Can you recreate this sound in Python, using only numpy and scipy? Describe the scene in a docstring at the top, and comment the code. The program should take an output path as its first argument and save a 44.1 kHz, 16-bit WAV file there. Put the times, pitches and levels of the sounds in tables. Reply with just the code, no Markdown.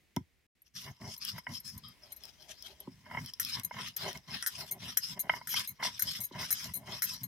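"""An open yard, a stereo microphone close to a stone slab: dried chillies and garlic are being ground.
The hand stone pounds once and the sound drops out briefly. A few light pushes and pulls follow, then
fingers rake the spices together. From about 3 s the strokes come harder: husks rasp and snap, stone
judders and knocks on stone, the slab rumbles. At the turns of the stroke two metal bangles slide
together on the wrist and clink."""
import sys
import numpy as np
from scipy import signal
from scipy.fft import rfft, irfft, next_fast_len
from scipy.io import wavfile
from scipy.ndimage import uniform_filter1d, map_coordinates

SR = 44100
rng = np.random.default_rng(int(sys.argv[2]) if len(sys.argv) > 2 else 0)


def store_pcm(level_fs):
    """Save levels as 16-bit WAV."""
    pcm = np.round(np.clip(level_fs, -1, 1) * 32767).astype(np.int16)
    wavfile.write(sys.argv[1], SR, np.atleast_2d(pcm).T)


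N = 320597

# modes of the hand stone on the slab: (f/Hz, level/dB, t60/s)
STONE_MODES = [(700, -12, .012), (900, -9, .015), (1000, -12, .04), (1281, -22, .03), (1510, -8, .008),
               (1960, -4, .022), (2090, 2, .012), (2155, -5, .05), (2860, -11, .014), (3180, -17, .02),
               (5050, -18, .015), (5480, -19, .015)]
TOUCH_SPREAD_DB = 2.5   # how much a mode's strength varies from touch to touch


def from_db(db):
    """Decibels to gain."""
    return 10 ** (np.asarray(db) / 20)


def rms_one(x):
    """Scale to rms 1."""
    return x / np.sqrt(np.mean(x ** 2) + 1e-20)


def in_time(rows):
    """Each column of a (t/s, values...) curve at every sample."""
    s, *columns = np.transpose(rows)
    return [np.interp(np.arange(N) / SR, s, c) for c in columns]


def colour(x, spectrum):
    """Shape a sound by (f/Hz, level/dB) points."""
    hz, db = np.transpose(spectrum)
    size = next_fast_len(x.shape[-1] + 2048)
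    bins = np.maximum(np.fft.rfftfreq(size, 1 / SR), 1)
    gain = from_db(np.interp(np.log(bins), np.log(hz), db))
    return irfft(rfft(x, size) * gain, size)[..., :x.shape[-1]]


def low_cut(x, hz, order):
    """Shed the bass below hz."""
    return signal.sosfilt(signal.butter(order, hz, "high", fs=SR, output="sos"), x)


def soften(x, hz):
    """A soft contact passes little above hz."""
    return signal.sosfilt(signal.butter(2, np.clip(hz, 20, .45 * SR), fs=SR, output="sos"), x)


def drift(hz):
    """A smooth random wander with spread 1."""
    r = np.exp(-40 * np.pi * hz / SR)
    slow = signal.lfilter([1], [1, -2 * r, r * r], rng.standard_normal(N // 20 + 2002))[2000:]
    return np.interp(np.arange(N) / 20, np.arange(len(slow)), rms_one(slow))


def ring(force, modes, spread_db=0):
    """A force rings (f/Hz, level/dB, t60/s) modes, each with a strength that depends on where it lands."""
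    out = 0
    for k, (hz, db, t60) in enumerate(modes):
        r, w = from_db(-60 / (t60 * SR)), 2 * np.pi * hz / SR
        gain = (-1) ** k * from_db(db + spread_db * rng.standard_normal())
        out = out + gain * signal.lfilter([0, np.sin(w)], [1, -2 * r * np.cos(w), r * r], force + 1e-18)
    return out


def grains(per_s, size_db, count=N):
    """Random tiny fractures, a few much larger than the rest."""
    sizes = from_db(size_db * np.minimum(rng.exponential(1, count), 4))
    return (rng.random(count) < per_s / SR) * sizes * rng.choice([-1, 1], count)


def burst(decay_s, per_s, first):
    """Force of one contact: a first touch, then a dying chatter of smaller ones."""
    t = np.arange(SR // 3) / SR
    chatter = grains(per_s, 0.6, count=len(t)) * np.exp(-(t / decay_s) ** 2)
    return chatter / (np.linalg.norm(chatter) + 1e-9) + first * (t == 0)


def add(track, s, db, sound):
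    """Place a sound at s with its loudest 3 ms at db."""
    loudest = np.sqrt(uniform_filter1d(sound ** 2, size=132).max()) + 1e-12
    start = round(s * SR)
    track[start:start + len(sound)] += (from_db(db) / loudest * sound)[:N - start]


def shifting(x, depth_db, hold_s, octaves):
    """The gap under the stone keeps changing shape, so its resonances come and go."""
    hz, s, parts = signal.stft(x, SR, nperseg=512)
    chance = rng.standard_normal((200, 1500))
    where = np.meshgrid(np.log2(1 + hz / 100) / octaves, s / hold_s, indexing="ij")
    gain = from_db(depth_db * map_coordinates(chance, where, order=1))
    return rms_one(signal.istft(parts * gain, SR)[1][..., :N])


def hiss(level_db=-69):
    """The background hiss rises a little in the pause between the runs of strokes."""
    spectrum = [(20, 11), (60, 14.5), (110, 2), (300, -2.5), (600, -10), (1300, -15), (2000, -5),
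                (3500, -12.5), (5300, -15), (8000, -19), (16000, -21.5)]   # background hiss: (f/Hz, level/dB)
    swell = [(0, 1.5), (.7, -6), (1.9, 6), (2.9, 3.5), (3.6, 3), (7.2, 0.5)]   # its rise and fall: (t/s, level/dB)
    swell_db, = in_time(swell)
    noise = rng.standard_normal((2, N)) + rng.standard_normal(N)
    return from_db(level_db + swell_db) * rms_one(colour(noise, spectrum))


def yard(x, near_t60_s=.035, far_t60_s=.14, far_db=-10):
    """Nearby ground and pots scatter the sound from the sides; farther walls add a faint tail."""
    reflected = [(100, -20), (350, -13), (700, -10), (1500, -6), (5000, -5), (12000, -8)]   # reflections against the direct sound: (f/Hz, level/dB)
    t = np.arange(SR // 2) / SR
    near = rng.standard_normal(len(t)) * from_db(-60 * t / near_t60_s)
    far = rng.standard_normal((2, len(t))) * from_db(-60 * t / far_t60_s)
    scatter = near / np.linalg.norm(near) * [[1], [-1]] + from_db(far_db) * far / np.linalg.norm(far[0])
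    scatter = np.pad(colour(scatter, reflected), ((0, 0), (SR // 1000, 0)))   # 1 ms late
    return x + signal.fftconvolve(x, scatter, axes=1)[:, :N]


def letting_go():
    """A faint ring as the hand slides off the stone."""
    modes = [(1160, -8, .04), (1260, -9, .04), (3210, -3, .07), (3400, -8, .04), (3750, -6, .03),
             (4930, 0, .04), (5230, -6, .04)]   # the lightly touched stone: (f/Hz, level/dB, t60/s)
    out = np.zeros(N)
    add(out, s=1.834, db=-49.5, sound=ring(burst(.06, 3000, first=.1), modes))
    return out


def rumble(level_db, gain_db=-1):
    """The stone rides over lumps and shakes the slab."""
    spectrum = [(25, -21), (50, -7.5), (80, 3.5), (130, 6.5), (240, 1.5), (300, -15.5), (390, -35),
                (500, -53), (900, -34.5)]   # the shaking slab: (f/Hz, level/dB)
    shake = colour(rng.standard_normal(N), spectrum)
    return shifting(shake, depth_db=4, hold_s=.093, octaves=.63) * from_db(level_db + gain_db)


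def scrape(level_db, gain_db=-3.5):
    """The drag of the stone sounds hollow under the cupped hands."""
    spectrum = [(200, -4), (310, -13), (390, 5.5), (490, -16), (600, 7.5), (720, 2.5), (900, -0.5),
                (1300, -22.5), (2500, -86)]   # the hollow resonances: (f/Hz, level/dB)
    drag = colour(grains(3000, 2), spectrum)
    return shifting(drag, depth_db=4.5, hold_s=.05, octaves=.2) * from_db(level_db + gain_db)


def judder(level_db, slips_per_s=500, ring_db=-1, grit_db=-2):
    """Stone catches and slips on stone: the slips ring its modes over coarse grit."""
    spectrum = [(500, -2), (750, -9.5), (1000, 22.5), (1300, 0.5), (1800, 10.5), (2200, -13.5), (2700, -35),
                (4500, -48)]   # grit between the stones: (f/Hz, level/dB)
    slips = rms_one(ring(grains(slips_per_s, 0.91), STONE_MODES))
    grit = shifting(colour(grains(4000, 2.5), spectrum), depth_db=4.5, hold_s=.035, octaves=.2)
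    return (from_db(ring_db) * slips + from_db(grit_db) * grit) * from_db(level_db + 3 * drift(35))


def thuds():
    """Blows cushioned by the spices rock the slab; each has its own bass cut, some deep, some thin."""
    blows = [(0.164, -25.5, 70.5, 247), (0.203, -43.5, 69.3, 182), (2.874, -37, 400, 273),
             (3.171, -45, 90, 350), (6.311, -47, 406, 730)]   # (t/s, level/dB, bass cut f/Hz, contact brightness f/Hz)
    slab_modes = [(84, -10, .13), (125, -2, .05), (185, 0, .04), (264, -6, .09), (360, -8, .06),
                  (570, -18, .05), (870, -6, .03), (1000, -2, .025)]   # the slab on the ground: (f/Hz, level/dB, t60/s)
    out = np.zeros(N)
    for s, db, low_hz, bright_hz in blows:
        force = soften(burst(.0015, 3500, first=1.9), bright_hz)
        add(out, s, db, ring(low_cut(force, low_hz, order=2), slab_modes))
    return out


def knocks(gain_db=-4):
    """The hand stone tips over a lump and lands on bare slab."""
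    landings = [(0.166, -29.5, 556), (1.381, -38.5, 2270), (1.467, -30.5, 1750), (3.112, -36.5, 1000),
                (3.137, -41, 1210), (3.147, -31.5, 1220), (3.171, -28.5, 1390), (3.71, -34, 974),
                (3.743, -44, 2140), (4.08, -48, 3130), (5.295, -16, 2520), (5.336, -29.5, 1080),
                (5.412, -41.5, 824), (5.54, -29, 1990), (5.798, -39.5, 910), (5.826, -26.5, 1170),
                (5.849, -28.5, 912)]   # (t/s, relative level/dB, contact brightness f/Hz)
    out = np.zeros(N)
    for s, db, bright_hz in landings:
        force = soften(soften(burst(.004, 2500, first=2), 1.3 * bright_hz), 2600)
        clack = ring(force, STONE_MODES, TOUCH_SPREAD_DB / 2)
        add(out, s, db + gain_db, low_cut(clack, 600, order=4))   # a small stone radiates little bass
    return out


def bangles(high_db=-6, low_db=-18, tick_db=13, clack_db=3, skin_db_per_s=795):
    """Two bangles buzz together, clack and tinkle; their ring beams unevenly to left and right."""
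    modes = [(2159, -19, .08), (3990, -19, .07), (4140, -20, .06), (6370, -10, .06), (6570, -10, .05),
             (9200, -17, .06), (9515, -12, .06), (9900, -8, .012), (10970, -16, .04), (11420, -10, .04),
             (12050, -6, .02), (12430, -3, .04), (12650, 2, .012), (12875, -3, .065), (13490, -18, .04),
             (15100, -12, .01)]   # both bangles, in close pairs: (f/Hz, level/dB, t60/s)
    clinks = [(1.175, -39.5, 0.012), (1.379, -42, 0.0093), (1.776, -37.5, .006), (2.119, -36, 0.0084),
              (2.162, -43, 0.011), (3.399, -22.5, 0.0027), (3.416, -33, 0.0055), (3.633, -35, 0.0049),
              (3.647, -24, 0.0033), (3.964, -26, 0.0069), (4.465, -23, 0.014), (4.711, -25.5, 0.02),
              (4.9714, -15, 0.0055), (5.192, -24.5, 0.021), (5.471, -32.5, 0.013), (5.49, -29, 0.043),
              (5.674, -30, 0.034), (5.993, -24.5, 0.022), (6.021, -16.5, 0.0031), (6.204, -29, 0.017),
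              (6.234, -29.5, 0.024), (6.506, -21, 0.018), (6.526, -17, 0.0016), (6.736, -28.5, 0.039),
              (7.021, -21.5, 0.032), (7.2323, -29.5, 0.012)]   # they meet at the turns: (t/s, relative level/dB, buzz length/s)
    clacks = [(3.3981, -31), (3.967, -47.5), (4.426, -35), (4.463, -29.5), (4.472, -43), (4.9704, -34.5),
              (5.473, -40), (5.522, -44), (5.995, -36), (6.022, -39.5), (6.506, -31.5), (7.021, -31.5)]   # the wrist stops hard at the heap: (t/s, relative level/dB)
    tinkles = [(0.619, -56), (1.601, -44.5), (1.884, -51), (2.803, -41)]   # one bangle is grazed: (t/s, level/dB)
    grazed_mode = [(11530, 0, 0.031)]   # the one mode a graze sounds: (f/Hz, level/dB, t60/s)
    clack_modes = [(1450, -5, .012), (1900, -4, .014), (3300, -10, .006), (5400, 2, .006),
                   (5900, 0, .006), (7800, -1, .003), (10000, 3, .004)]
    out = np.zeros((2, N))
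    for s, db, buzz_s in clinks:
        force = burst(buzz_s, 1100, first=0.11)
        tick = from_db(tick_db) * np.diff(force, prepend=0) / 2
        after_buzz_s = np.maximum(np.arange(len(force)) / SR - buzz_s, 0)
        skin = from_db(-skin_db_per_s * rng.random() * after_buzz_s)   # the wrist damps each differently
        for side in out:
            high = ring(force, [m for m in modes if m[0] > 8000], spread_db=3.5)
            low = ring(force, [m for m in modes if m[0] <= 8000], spread_db=3.5)
            add(side, s, db + high_db, skin * high + tick)
            add(side, s, db + low_db, skin * low)
    for s, db in clacks:
        stop = burst(0.027, 6700, first=1.03)
        for side in out:
            add(side, s, db + clack_db, ring(stop, clack_modes, TOUCH_SPREAD_DB))
    for s, db in tinkles:
        graze = ring(burst(.003, 2000, first=1), grazed_mode)
        for side in out:
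            add(side, s, db, graze)
    return out


def snaps(gain_db=-5, crack_db=6):
    """A dry husk or seed breaks in a few quick cracks that ping the stone."""
    breaks = [(0.164, -28), (1.1653, -40), (1.2504, -25), (1.3009, -43), (2.236, -38.5), (2.2538, -36.5),
              (2.6242, -34.5), (2.804, -53), (3.261, -32.5), (3.3363, -32), (3.43, -30), (3.449, -23),
              (3.497, -31), (3.5975, -31), (3.8848, -34), (4.13, -35), (4.1739, -38), (3.9668, -33.5),
              (4.425, -28), (4.9732, -19.5), (5.07, -45), (5.5416, -24.5), (5.571, -48), (5.595, -25)]   # the loudest breaks: (t/s, relative level/dB)
    ping_modes = [(3300, -10, .006), (5200, -4, .01), (5800, -8, .007), (10500, -9, .003)]
    out = np.zeros(N)
    for s, db in breaks:
        force = burst(.002, 4000, first=1.5)
        crack = from_db(crack_db) * np.diff(force, prepend=0) / 2
        add(out, s, db + gain_db, ring(force, ping_modes, TOUCH_SPREAD_DB) + crack)
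    return out


def rasp(level_db, fineness_db, flutter_db=2.5, coarse_db=2, fine_db=3.5, side_db=-6, split_hz=4300):
    """Husks crumble under the stone, coarse pieces sounding lower than fine."""
    spectrum = [(710, -40), (1200, -11), (1510, -10.5), (2060, -10.5), (2230, -9.5), (2530, -8),
                (3290, -2.5), (4600, -7), (5130, 4), (5650, -0.5), (7410, -17.5), (12100, -13),
                (15000, -21.5), (16000, -33.5)]   # crumbling husks: (f/Hz, level/dB)
    per_s = 12000 * from_db(.25 * (level_db - level_db.max()))   # a harder stroke breaks more
    fractures = (colour(grains(per_s, size_db=5) / np.sqrt(per_s), spectrum) for _ in range(2))
    mid, side = (shifting(x, depth_db=6.5, hold_s=.034, octaves=.14) for x in fractures)
    crumbs = mid + from_db(side_db) * side * [[1], [-1]]
    lows = colour(crumbs, [(split_hz / 1.15, 0), (split_hz, -6), (split_hz * 1.2, -40)])
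    fine_share = 1 / (1 + from_db(-fineness_db) ** 2)
    coarse = lows * from_db(coarse_db) * np.sqrt(1 - fine_share)
    fine = (crumbs - lows) * from_db(fine_db) * np.sqrt(fine_share)
    return (coarse + fine) * from_db(level_db + flutter_db * drift(23.3))


def spices(crunch_db, fineness_db, microphone_lean_db=7):
    """Crumbling and snapping on the heap, heard left of the middle."""
    pan = [(0.7, 8.5), (0.82, 4.5), (1.88, 12.5), (1.97, 6), (2.33, 12), (3.32, 5), (3.4, 7.5), (6.44, 6),
           (7.2, 7)]   # the heap's place, microphone lean included: (t/s, left over right/dB)
    pan_db, = in_time(pan)
    sides = from_db(np.outer([.5, -.5], pan_db - microphone_lean_db))
    return (rasp(crunch_db, fineness_db) + snaps()) * sides


def moving(t, s, length, attack_s=.028, stop_db_per_s=612):
    """Gain of one movement: it starts quickly, holds and dies away."""
    onset = np.clip((t - s) / attack_s + .5, 0, 1) ** 2
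    return onset * from_db(-stop_db_per_s * np.maximum(t - s - length, 0))


def passing(t, middle, hold_s, fall_db_per_s, rest_db):
    """Gain as the stone passes over a patch: full for a while, falling to rest_db on both sides."""
    away = np.maximum(np.abs(t - middle) - hold_s / 2, 0)
    return from_db(np.maximum(-fall_db_per_s * away, rest_db))


def handwork(grip_s=.76):
    """Strokes, rakes and rocking add up to crunch, fineness, judder, scrape and rumble, in dB."""
    # The heap lies at the near end: a push mostly crunches, then meets bare stone; a pull the reverse.
    # Both: (t/s, length/s, crunch/dB, its place in the stroke 0-1, fine over coarse/dB,
    # place of bare contact 0-1, judder/dB, scrape/dB, rumble/dB)
    pushes = [(.745, 0.17, -48, .35, -0.5, 0.83, -60.5, -55.5, -48),
              (1.205, 0.18, -42.5, 0.32, 0, 0.89, -56, -64, -49.5),
              (1.64, 0.14, -52.5, 0.16, 7, 1, -66.5, -82, -48.5),
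              (3.40, 0.2, -40.5, 0.52, -2, 1, -50.5, -87, -47),
              (3.965, 0.19, -38, 0.49, -5.5, 0.52, -51.5, -39.5, -50.5),
              (4.48, 0.21, -44, 0.44, -1, 0.65, -58.5, -49, -51),
              (4.98, 0.16, -47, 0.59, 4, 0.92, -59, -77.5, -53),
              (5.49, 0.16, -38, 0.54, -3, 0.59, -56, -64, -51),
              (6.01, 0.23, -41.5, 0.45, 1, 0.28, -63.5, -59, -48.5),
              (6.51, 0.21, -44, 0.47, 0, 0.8, -54.5, -59, -48),
              (7.03, 0.18, -46, 0.44, 3.5, 0.63, -62.5, -67, -53)]
    pulls = [(1.0, 0.14, -49, 0.87, 3, 0.39, -57, -51, -47),
             (1.475, .11, -51.5, 0.81, 5.5, 0.08, -56.5, -57.5, -47.5),
             (3.095, 0.2, -53, 0.9, -1, 0.31, -50, -55.5, -48.5),
             (3.72, 0.19, -45, 0.7, -4.5, 0.34, -48.5, -61.5, -49),
             (4.275, 0.13, -41.5, 0.79, -8, 0.36, -58, -56, -48),
             (4.79, 0.17, -44.5, 0.52, -4, 0.42, -58.5, -58, -50),
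             (5.29, 0.26, -52, 0.13, 4, 0.22, -54, -59.5, -50),
             (5.826, 0.15, -38.5, 0.03, -2.5, 0.1, -49.5, -52, -48.5),
             (6.315, 0.38, -43, 0.32, -4, 0.21, -49, -48.5, -47.5),
             (6.85, 0.22, -46.5, 0.48, -2.5, 0.32, -53.5, -49, -49)]
    # fingers rake the spices together: (t/s, length/s, rustle/dB, scrape/dB)
    rakes = [(0.649, 0.022, -67, -117), (1.838, 1.05, -71, -84), (2.02, 0.1, -60, -62.5),
             (2.148, 0.076, -83, -75), (2.21, .085, -58, -63.5), (2.388, 0.16, -65, -66.5),
             (2.48, 0.033, -48.5, -59), (2.55, 0.1, -66, -86), (2.63, .04, -57.5, -65),
             (2.671, 0.062, -60, -59), (2.788, 0.043, -66, -59)]
    # the stone rocks at a turn or under a new grip: (t/s, length/s, judder/dB, scrape/dB, rumble/dB)
    rocks = [(1.818, 0.088, -82, -87, -56), (2.85, 0.22, -103, -87, -61.5), (3.056, 0.12, -55, -63.5, -60),
             (3.187, 0.057, -85, -68, -41.5), (3.627, 0.044, -66, -74, -55),
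             (4.142, 0.027, -52.5, -51.5, -45.5), (4.702, 0.074, -66, -56, -57.5),
             (5.16, 0.012, -54, -46.5, -47.5), (5.231, 0.045, -58.5, -53.5, -54),
             (5.691, 0.027, -68, -87, -48), (5.795, 0.021, -48.5, -70, -43.5),
             (6.186, 0.021, -57, -62, -48.5), (6.75, 0.1, -67.5, -59, -56), (7.207, 0.043, -68, -73, -49.5)]
    t = np.arange(0, N, 32) / SR
    # a move is (fineness/dB, gains of [crunch, judder, scrape, rumble]); first, the held stone stirs
    moves = [(0.025, [from_db(db) * (t > grip_s) + 1e-6 for db in (-72.5, -78.5, -90.5, -79.5)])]
    for strokes, crunch_s, contact_s in ((pushes, .074, .047), (pulls, .072, .071)):
        for s, length, crunch_db, heap_at, fine_db, bare_at, judder_db, scrape_db, rumble_db in strokes:
            heap_s, bare_s = s + heap_at * length, s + bare_at * length
            heap = passing(t, heap_s, crunch_s, fall_db_per_s=276, rest_db=-12)
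            bare = passing(t, bare_s, contact_s, fall_db_per_s=396, rest_db=-24.5)
            hollow = passing(t, bare_s, contact_s, fall_db_per_s=615, rest_db=-22)   # stone lying flat
            shake = passing(t, bare_s, contact_s, fall_db_per_s=298, rest_db=-11.5)
            peaks = from_db([crunch_db, judder_db, scrape_db, rumble_db])[:, None]
            moves.append((fine_db, peaks * [heap, bare, hollow, shake] * moving(t, s, length)))
    for s, length, rustle_db, scrape_db in rakes:
        peaks = [from_db(rustle_db), 0, from_db(scrape_db), from_db(rustle_db - 18)]
        moves.append((-3.5, np.outer(peaks, moving(t, s, length))))
    for s, length, *stone_db in rocks:
        moves.append((0, np.outer([0, *from_db(stone_db)], moving(t, s, length))))
    power = np.array([gains for _, gains in moves]) ** 2
    fineness = np.array([db for db, _ in moves]) @ power[:, 0] / power[:, 0].sum(axis=0)
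    crunch, *stone = 10 * np.log10(power.sum(axis=0))
    return in_time(np.transpose([t, crunch, fineness, *stone]))


def microphone_ports(left, right):
    """Two microphone ports: the treble is louder on the left and arrives there a little later."""
    lead = [(60, 0), (1000, -.25), (2000, -.5), (5500, -1.1), (9500, -1), (13000, -.8)]   # phase lead of the left port: (f/Hz, phase/rad)
    lean = [(100, 0), (350, -.5), (700, .8), (1400, 2), (2800, 1.3), (5600, 3.7), (11000, 4.8),
            (15000, 5.5)]   # left port over right: (f/Hz, level/dB)
    size = next_fast_len(N + 2048)
    phase = np.interp(np.fft.rfftfreq(size, 1 / SR), *np.transpose(lead))
    left = irfft(rfft(left, size) * np.exp(1j * phase), size)[:N]
    return np.array([colour(left, [(hz, db / 2) for hz, db in lean]),
                     colour(right, [(hz, -db / 2) for hz, db in lean])])


def scene():
    """All the work happens close to the microphone, over a quiet background hiss."""
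    crunch_db, fineness_db, judder_db, scrape_db, rumble_db = handwork()
    stone = judder(judder_db) + scrape(scrape_db) + rumble(rumble_db) + knocks() + thuds() + letting_go()
    work = spices(crunch_db, fineness_db) + stone + bangles()
    return microphone_ports(*yard(work)) + hiss()


def record(dry, low_cut_hz=62, top_hz=16900, dropout_s=(0.467, 0.552)):
    """The microphone sheds the deep bass; the sound drops out after the first blow; the top is cut."""
    t = np.arange(N) / SR
    thin = low_cut(dry, low_cut_hz, order=3)
    heard = uniform_filter1d(1. * ((t < dropout_s[0]) | (t > dropout_s[1])), size=128)
    return signal.sosfilt(signal.cheby2(12, 60, top_hz, fs=SR, output="sos"), thin * heard)


dry = scene()
out = record(dry)
store_pcm(out)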